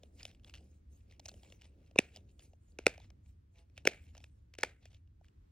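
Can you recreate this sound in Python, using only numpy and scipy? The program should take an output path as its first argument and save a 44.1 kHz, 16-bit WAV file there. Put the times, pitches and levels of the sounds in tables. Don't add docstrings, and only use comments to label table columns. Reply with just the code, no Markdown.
import sys
import numpy as np
from scipy import signal
from scipy.fft import rfft, irfft, next_fast_len
from scipy.io import wavfile
from scipy.ndimage import uniform_filter1d, map_coordinates

SR = 44100
rng = np.random.default_rng(int(sys.argv[2]) if len(sys.argv) > 2 else 0)


def waveform_to_disk(signal):
    frames = np.transpose(np.atleast_2d(signal))
    scaled = np.clip(frames, -1, 1) * 32767
    samples = np.round(scaled).astype(np.int16)
    wavfile.write(sys.argv[1], SR, samples)


N = 242991

# (time [s], dome level [dB], dome pitch [Hz], rim pitch [Hz], rim [dB re dome],
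# thump [dB re dome], crackle [dB re dome], share of thump pitch left at the end [0-1],
# length scale [ms], thump delay [ms], room [dB re dome])
DOME_POPS = [(1.960, -43.5, 2590, 930, 1, 23, -12.5, 0.8, 1.1, 0.069, -21.5),
             (1.981, -30.5, 2490, 3630, -26, -17, -27.5, 1, .9, 0.51, -24.5),
             (1.9887, -9, 2517, 1867, -19, 3.5, -13.5, 0.14, 1.1, 1.8, -42.5),
             (2.7885, -34.5, 2475, 1492, -12, 9.5, -10, 0.46, 0.75, 1.8, -29.5),
             (2.8671, -11, 2424, 1400, -10.5, 7, -8.5, 0.83, 0.84, 0.71, -36),
             (3.854, -32.5, 2832, 1520, -8.5, 14, -7, 0.67, 1.1, 0.7, -21),
             (3.8737, -15.5, 2350, 1585, -26, 6, -1, 0.83, .8, 1.1, -30),
             (4.587, -46, 1670, 2640, -28, 16.5, 4, 0.57, 1.1, 0.1, -19),
             (4.6336, -19.5, 2243, 1770, -5.5, 1, -7.5, 1, 1.14, 1.7, -32.5),
             (4.6355, -29, 1360, 834, -2.5, -1, -14, 0.94, 1.2, 2, -29)]
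# (multiple of its pitch, level [dB])
DOME_OVERTONES = [(1.48, -14), (2.352, -21)]
# (frequency [Hz], density [dB per Hz])
FOLD_CRACKLE = [(700, -10), (1100, -23.5), (1500, -8.5), (2400, 0.5), (3100, -4.5), (3700, -7.5),
                (4500, -9), (5300, -3), (7000, -6), (9000, -8.5), (12000, -21.5), (15500, -19.5),
                (16300, -25), (16800, -42.5)]


def pops():
    near = np.zeros(N + SR)
    far = np.zeros((2, N + SR))
    lead = 256
    t = (np.arange(1536) - lead) / SR
    for (time, db, dome_hz, rim_hz, rim_db, thump_db, crackle_db,
         sag, length_ms, delay_ms, room_db) in DOME_POPS:
        length = length_ms / 1000
        modes = np.sin(2 * np.pi * dome_hz * t)
        for ratio, level_db in DOME_OVERTONES:
            modes += amp(level_db) * np.sin(2 * np.pi * (ratio * dome_hz * t + rng.random()))
        dome = modes * swell(t, 1.3 * length, 0.77 * length)

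        rim_shape = swell(t - 0.3 * length, 0.48 * length, 3.0 * length)
        rim = amp(rim_db) * np.sin(2 * np.pi * rim_hz * t) * rim_shape
        crackle_shape = swell(t, 0.8 * length, 2.5 * length)
        crackle = amp(crackle_db) * noise(FOLD_CRACKLE, size=len(t)) * crackle_shape
        air = amp(thump_db) * thump(t - delay_ms / 1000, sag)

        start = round(time * SR)
        near[start - lead:][:len(t)] += amp(db) * (dome + rim + crackle + air)
        tail = amp(db + room_db) * room(dome_hz)
        far[:, start:][:, :tail.shape[1]] += tail
    return near[:N], far[:, :N]


THUMP_HZ = 519
LEAK_HZ = 140


def thump(t, sag):
    late = np.maximum(t, 0)
    turns = THUMP_HZ * (sag * late + (1 - sag) * 0.003 * (1 - np.exp(-late / 0.0032)))
    envelope = (1 - np.exp(-late / 0.00067)) * amp(-60 * late / 0.01)
    push = np.sin(2 * np.pi * turns) * envelope
    return filtered(push, lambda hz: 1j * hz / (1j * hz + LEAK_HZ))


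# (frequency [Hz], t60 [s])
WALL_DECAY = [(300, 0.23), (800, 0.24), (2100, .34), (5500, 0.19), (14000, 0.4)]
# (frequency [Hz], density [dB per Hz])
ROOM_COLOUR = [(200, -7.5), (450, 1.5), (700, -3.5), (1100, -21.5), (1500, -10), (2400, -11), (3500, -13),
               (5500, -13), (8000, -18.5), (12000, -31), (15700, -35.5), (16100, -59.5)]


def room(dome_hz):
    tails = [noise(ROOM_COLOUR, size=SR // 2), noise(ROOM_COLOUR, size=SR // 2)]
    hz, frame_t, bins = signal.stft(tails, SR, nperseg=256)
    emphasis = 1 + amp(5.5) * np.exp(-((hz - dome_hz) / 280) ** 2)
    decay = amp(-60 * frame_t / along(WALL_DECAY, hz)[:, None])
    tail = signal.istft(bins * emphasis[:, None] * decay, SR, nperseg=256)[1]
    t = np.arange(tail.shape[1]) / SR
    ceiling = 1 + swell(t - 0.0135, 0.0008, 0.0018)
    roughness = amp(2.5 * wobble(220)[:len(t)])
    onset = 1 - np.exp(-(t / 0.0029) ** 2)
    return tail * ceiling * roughness * onset


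# (time [s], ring level [dB], pitch [Hz], knock [dB re ring])
FINGER_TICKS = [(0.0342, -54.5, 3508, 4.5), (0.231, -43, 5213, -18), (0.2531, -37.5, 3072, -9),
                (0.265, -57, 3000, -5), (0.3485, -61.5, 2690, -33), (.397, -67, 2720, -37),
                (0.435, -67, 3200, -28), (0.4461, -49.5, 3070, -36), (0.48, -59, 3000, -25),
                (0.4967, -51, 2754, -20), (0.5393, -44.5, 3178, -31), (0.5451, -50, 2540, -17),
                (0.553, -50, 2761, -20), (0.5744, -57, 3020, -30), (0.582, -59, 2970, -32),
                (.609, -73, 2800, 13), (1.1961, -52.5, 5900, 0.5), (1.1992, -52.5, 4053, -10),
                (1.2571, -41, 5737, -13.5), (1.2606, -47.5, 5933, -5), (1.2829, -46, 5823, -10),
                (1.2863, -40, 5980, -14), (1.2917, -43, 4030, -17), (1.316, -59.5, 4090, 3),
                (1.341, -58.5, 3239, 3.5), (1.4334, -55, 3352, -4), (1.5016, -62, 3247, 1),
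                (1.5233, -51.5, 2789, -4), (1.6133, -58, 3205, -16), (1.6193, -52.5, 2657, -16.5),
                (1.912, -67, 2574, 8.5), (2.1618, -46, 5100, -7.5), (2.171, -52, 3159, -1.5),
                (2.3942, -54, 3165, -10.5), (2.534, -67.5, 2798, 11), (2.685, -85.5, 2600, 11),
                (2.721, -74, 4300, -3), (2.86, -48, 2580, 3), (2.9791, -57, 2442, 8), (3.001, -59, 4108, 2),
                (3.1037, -57, 2422, -6.5), (3.261, -69, 2580, -15), (3.6987, -73, 2260, -5),
                (3.7688, -61.5, 2560, -12.5), (3.7781, -43, 2689, -10.5), (3.8601, -52, 2375, 7),
                (3.8658, -48, 2460, -2), (3.8692, -38, 2665, 3.5), (4.1509, -55.5, 1710, 0),
                (4.1684, -58.5, 2700, -1), (4.179, -50, 6076, -8), (4.2037, -63, 2570, 0),
                (4.2412, -46.5, 2570, -13.5), (4.5388, -50.5, 2680, -15), (4.5516, -55, 2470, -19),
                (4.5845, -48.5, 5470, -19), (4.6099, -49, 6136, -20), (4.6207, -58, 4400, 0.5),
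                (4.8556, -51.5, 2500, -5), (5.0753, -76, 2735, -12), (5.2122, -82, 1533, 22.5),
                (5.245, -62.5, 1930, -27), (5.284, -61.5, 2750, -23)]
# (frequency [Hz], density [dB per Hz])
NAIL_CRACKLE = [(900, -32), (1600, -18), (2700, -1.5), (4000, -6.5), (5800, -1.5), (8000, -11.5),
                (12000, -15), (15700, -19.5), (16300, -47.5)]
TICK_CRACKLE_DB = -3
CRACKLE_PER_KNOCK = 0.24


def ticks():
    out = np.zeros(N + SR)
    lead = 256
    t = (np.arange(1024) - lead) / SR
    for time, db, hz, knock_db in FINGER_TICKS + snags(count=2):
        waver = 0.25 * np.cumsum(rng.standard_normal(len(t)))
        ring = np.sin(2 * np.pi * hz * t + waver) * swell(t, 0.00033, 0.0025)
        crackle_db = TICK_CRACKLE_DB + CRACKLE_PER_KNOCK * min(knock_db, 0)
        crackle = amp(crackle_db) * noise(NAIL_CRACKLE, size=len(t)) * swell(t, 0.00067, 0.002)
        knock_hz = 620 * np.exp(rng.normal(0, 0.12))
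        knock = amp(knock_db) * np.sin(2 * np.pi * knock_hz * t) * swell(t - 0.002, 0.0015, 0.002)
        start = max(round(time * SR) - lead, 0)
        out[start:][:len(t)] += amp(db) * (ring + crackle + knock)
    return out[:N]


SNAG_DB, SNAG_SPREAD_DB, SNAG_HZ, SNAG_KNOCK_DB = 3, 4, 3000, -9.5


def snags(count):
    rows = []
    for start, hold, skin_db, _ in HAND_STROKES:
        for _ in range(count):
            time = start + hold * rng.random()
            db = skin_db + SNAG_DB + SNAG_SPREAD_DB * rng.standard_normal()
            hz = SNAG_HZ * np.exp(0.13 * rng.standard_normal())
            rows.append((time, db, hz, SNAG_KNOCK_DB))
    return rows


# (frequency [Hz], density [dB per Hz])
SKIN_SPECTRUM = [(500, -8), (800, -9.5), (1200, -19), (1900, -12), (2300, -4), (2700, -3), (3200, -10),
                 (4000, -10.5), (5500, -13), (8000, -24), (15700, -35.5), (16100, -62)]
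# (frequency [Hz], density [dB per Hz])
CLOTH_SPECTRUM = [(2000, -23.5), (4500, -12.5), (7500, 1), (9000, -0.5), (11000, -10.5), (13500, -7.5),
                  (15700, -14), (16100, -39)]
# (frequency [Hz], density [dB per Hz])
LAP_SPECTRUM = [(100, -18), (180, 0.5), (320, -4.5), (550, -10.5), (800, -23), (1100, -40.5)]
# (time [s], level [dB])
LAP_LEVEL = [(0.0, -68), (0.47, -74), (0.66, -67.5), (0.87, -81.5), (1.1, -74.5), (1.38, -68), (1.7, -73.5),
             (2.101, -73), (2.522, -76), (2.78, -76.5), (2.98, -72), (3.18, -80), (3.41, -94.5),
             (3.87, -73.5), (4.399, -88), (4.76, -78.5), (5.0, -98), (5.51, -106)]
SKIN_RISE_DB_PER_S, SKIN_FALL_DB_PER_S = 651, 400
CLOTH_RISE_DB_PER_S, CLOTH_FALL_DB_PER_S = 329.5, 280


def rubbing():
    skin_db, cloth_db = np.transpose(HAND_STROKES)[2:]
    jerks = amp(2.5 * wobble(45) + 3.5 * wobble(220))
    swish = amp(1.6 * wobble(35) + 1.7 * wobble(120))
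    skin = patchy(jerks * [noise(SKIN_SPECTRUM), noise(SKIN_SPECTRUM)], patchy_db=3)
    cloth = patchy(swish * [noise(CLOTH_SPECTRUM), noise(CLOTH_SPECTRUM)], patchy_db=5.5)
    lap = unit(amp(3 * wobble(15)) * [noise(LAP_SPECTRUM), noise(LAP_SPECTRUM)])

    skin_gain = strokes(skin_db, SKIN_RISE_DB_PER_S, SKIN_FALL_DB_PER_S)
    cloth_gain = strokes(cloth_db, CLOTH_RISE_DB_PER_S, CLOTH_FALL_DB_PER_S)
    lap_gain = amp(np.interp(np.arange(N) / SR, *np.transpose(LAP_LEVEL)))
    return skin_gain * skin + cloth_gain * cloth + lap_gain * lap


# (start of hold [s], hold [s], skin on toy [dB], cloth [dB])
HAND_STROKES = [(0.027, 0.037, -80, -84.5), (.187, .02, -65, -65), (.25, 0.064, -67, -74),
                (0.468, .035, -70, -77), (.555, 0.016, -65.5, -79), (.63, .13, -86.5, -80),
                (.93, .075, -86, -76.5), (1.1, 0.044, -71.5, -82.5), (1.255, .045, -68.5, -73.5),
                (1.345, .05, -84, -78), (1.44, .025, -69.5, -74.5), (1.521, .025, -74.5, -76),
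                (1.62, 0.044, -71.5, -82), (1.72, .08, -92, -107), (1.85, .03, -81.5, -85),
                (2.05, .08, -80, -85.5), (2.145, .03, -67.5, -78.5), (2.287, .02, -81, -81),
                (2.41, .02, -71, -87), (2.442, 0.0065, -80.5, -66), (2.642, 0.065, -91, -83),
                (2.808, .03, -82.5, -86.5), (3.017, .03, -69.5, -79.5), (3.266, 0.036, -84, -80),
                (3.572, .028, -68.5, -77.5), (3.779, 0.014, -73, -80.5), (3.884, 0.14, -82, -84.5),
                (4.04, .06, -76, -80), (4.154, .025, -74, -84), (4.215, 0.052, -76, -81.5),
                (4.383, 0.012, -99, -84.5), (4.596, .04, -63, -80.5), (4.828, 0.035, -73.5, -79.5),
                (4.918, 0.028, -71, -83.5), (5.252, 0.016, -82, -87.5)]


def strokes(levels_db, rise, fall):
    t = np.arange(N) / SR
    gain = np.zeros(N)
    for (start, hold, *_), db in zip(HAND_STROKES, levels_db):
        before = np.maximum(start - t, 0)
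        after = np.maximum(t - start - hold, 0)
        gain += amp(db - rise * before - fall * after)
    return gain


def patchy(x, patchy_db):
    bins = signal.stft(x, nperseg=256)[2]
    field = rng.standard_normal(bins.shape[-2:])
    field = uniform_filter1d(uniform_filter1d(field, 4, 0), 14, 1)
    return unit(signal.istft(bins * amp(patchy_db * unit(field)), nperseg=256)[1][..., :N])


# (start [s], end [s], slip rate [Hz], pulse level [dB])
SILICONE_CREAK = (3.52, 3.67, 168, -67.5)


def creak():
    start, end, slip_hz, db = SILICONE_CREAK
    times = np.arange(start, end, 1 / slip_hz)
    slips = np.zeros(N)
    slips[np.round(times * SR).astype(int)] = np.hanning(len(times) + 2)[1:-1]
    t = np.arange(256) / SR
    pulse = np.sin(2 * np.pi * 650 * t) * swell(t - 0.002, 0.001, 0.001)
    return amp(db) * np.convolve(slips, pulse)[:N]


# (frequency [Hz], lead [rad])
PORT_LEAD = [(100, .1), (300, .18), (600, .28), (1200, .15), (1800, .4), (2600, .9), (3300, .6), (4500, .9),
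             (7500, 2.2), (10000, 2.8), (13000, 3.6), (15000, 4.1), (16300, 4.6)]


def ports(x):
    return filtered(x, lambda hz: np.exp(0.5j * np.outer([1, -1], along(PORT_LEAD, hz))))


# (frequency [Hz], density [dB per Hz])
RUMBLE_SPECTRUM = [(8.8, -53), (15, -25), (31, -10), (75, 2.5), (100, -4.5), (119, -13), (221, -21.5),
                   (267, -24.5), (306, -26.5), (389, -42.5), (900, -57), (1170, -84.5), (1980, -120)]
# (frequency [Hz], density [dB per Hz])
HISS_SPECTRUM = [(120, -38.5), (300, 14), (600, 1.5), (1200, -4), (2600, -11), (4000, -14.5), (7500, -19),
                 (11000, -25.5), (15700, -22), (16100, -55.5)]
# (frequency [Hz], correlation)
HISS_LIKENESS = [(60, 0.53), (130, 0.35), (300, -0.24), (640, -1.1), (1400, -0.33), (3100, .4), (7000, -.2),
                 (15000, -.5)]
RUMBLE_DB, HISS_DB = -58.5, -79.5


def background():
    apart = amp(-26) * np.outer([1, -1], noise(RUMBLE_SPECTRUM))
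    rumble = amp(RUMBLE_DB + 1.5 * wobble(3)) * (noise(RUMBLE_SPECTRUM) + apart)

    def mid_side_weights(hz):
        angle = np.arccos(np.clip(along(HISS_LIKENESS, hz), -1, 1)) / 2
        return np.array([np.cos(angle), np.sin(angle)])

    mid, side = filtered(np.array([noise(HISS_SPECTRUM), noise(HISS_SPECTRUM)]), mid_side_weights)
    hiss = amp(HISS_DB + 1.9 * wobble(5.3)) * np.array([mid + side, mid - side])
    return rumble + hiss


def amp(db):
    return 10 ** (np.asarray(db) / 20)


def unit(x):
    return x / np.sqrt(np.mean(x ** 2) + 1e-20)


def along(points, hz):
    f, values = np.transpose(points)
    return np.interp(np.log(hz + 1), np.log(f + 1), values)


def wobble(rate):
    knots = rng.standard_normal(int(N * rate / SR) + 4)
    return map_coordinates(knots, [np.arange(N) * rate / SR])


def filtered(x, response):
    n = x.shape[-1]
    padded = next_fast_len(n + 8192)
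    return irfft(rfft(x, padded) * response(np.fft.rfftfreq(padded, 1 / SR)), padded)[..., :n]


def noise(spectrum, size=N):
    return unit(filtered(rng.standard_normal(size), lambda hz: amp(along(spectrum, hz))))


def swell(t, rise, fall):
    return np.exp(-(t / np.where(t < 0, rise, fall)) ** 2)


def scene():
    near, far = pops()
    rub = rubbing()
    side = amp(-11.5) * rub[1] + amp(-8) * far[1]
    side = filtered(side, lambda hz: hz ** 2 / (hz ** 2 + 700 ** 2))
    centre = near + far[0] + rub[0] + ticks() + creak()
    return ports(centre) + np.array([side, -side]) + background()


TOP_HZ = 16600


def record(dry):
    return filtered(dry, lambda hz: (1j * hz / (1j * hz + 25)) ** 2 * (hz < TOP_HZ))


dry = scene()
out = record(dry)
waveform_to_disk(out)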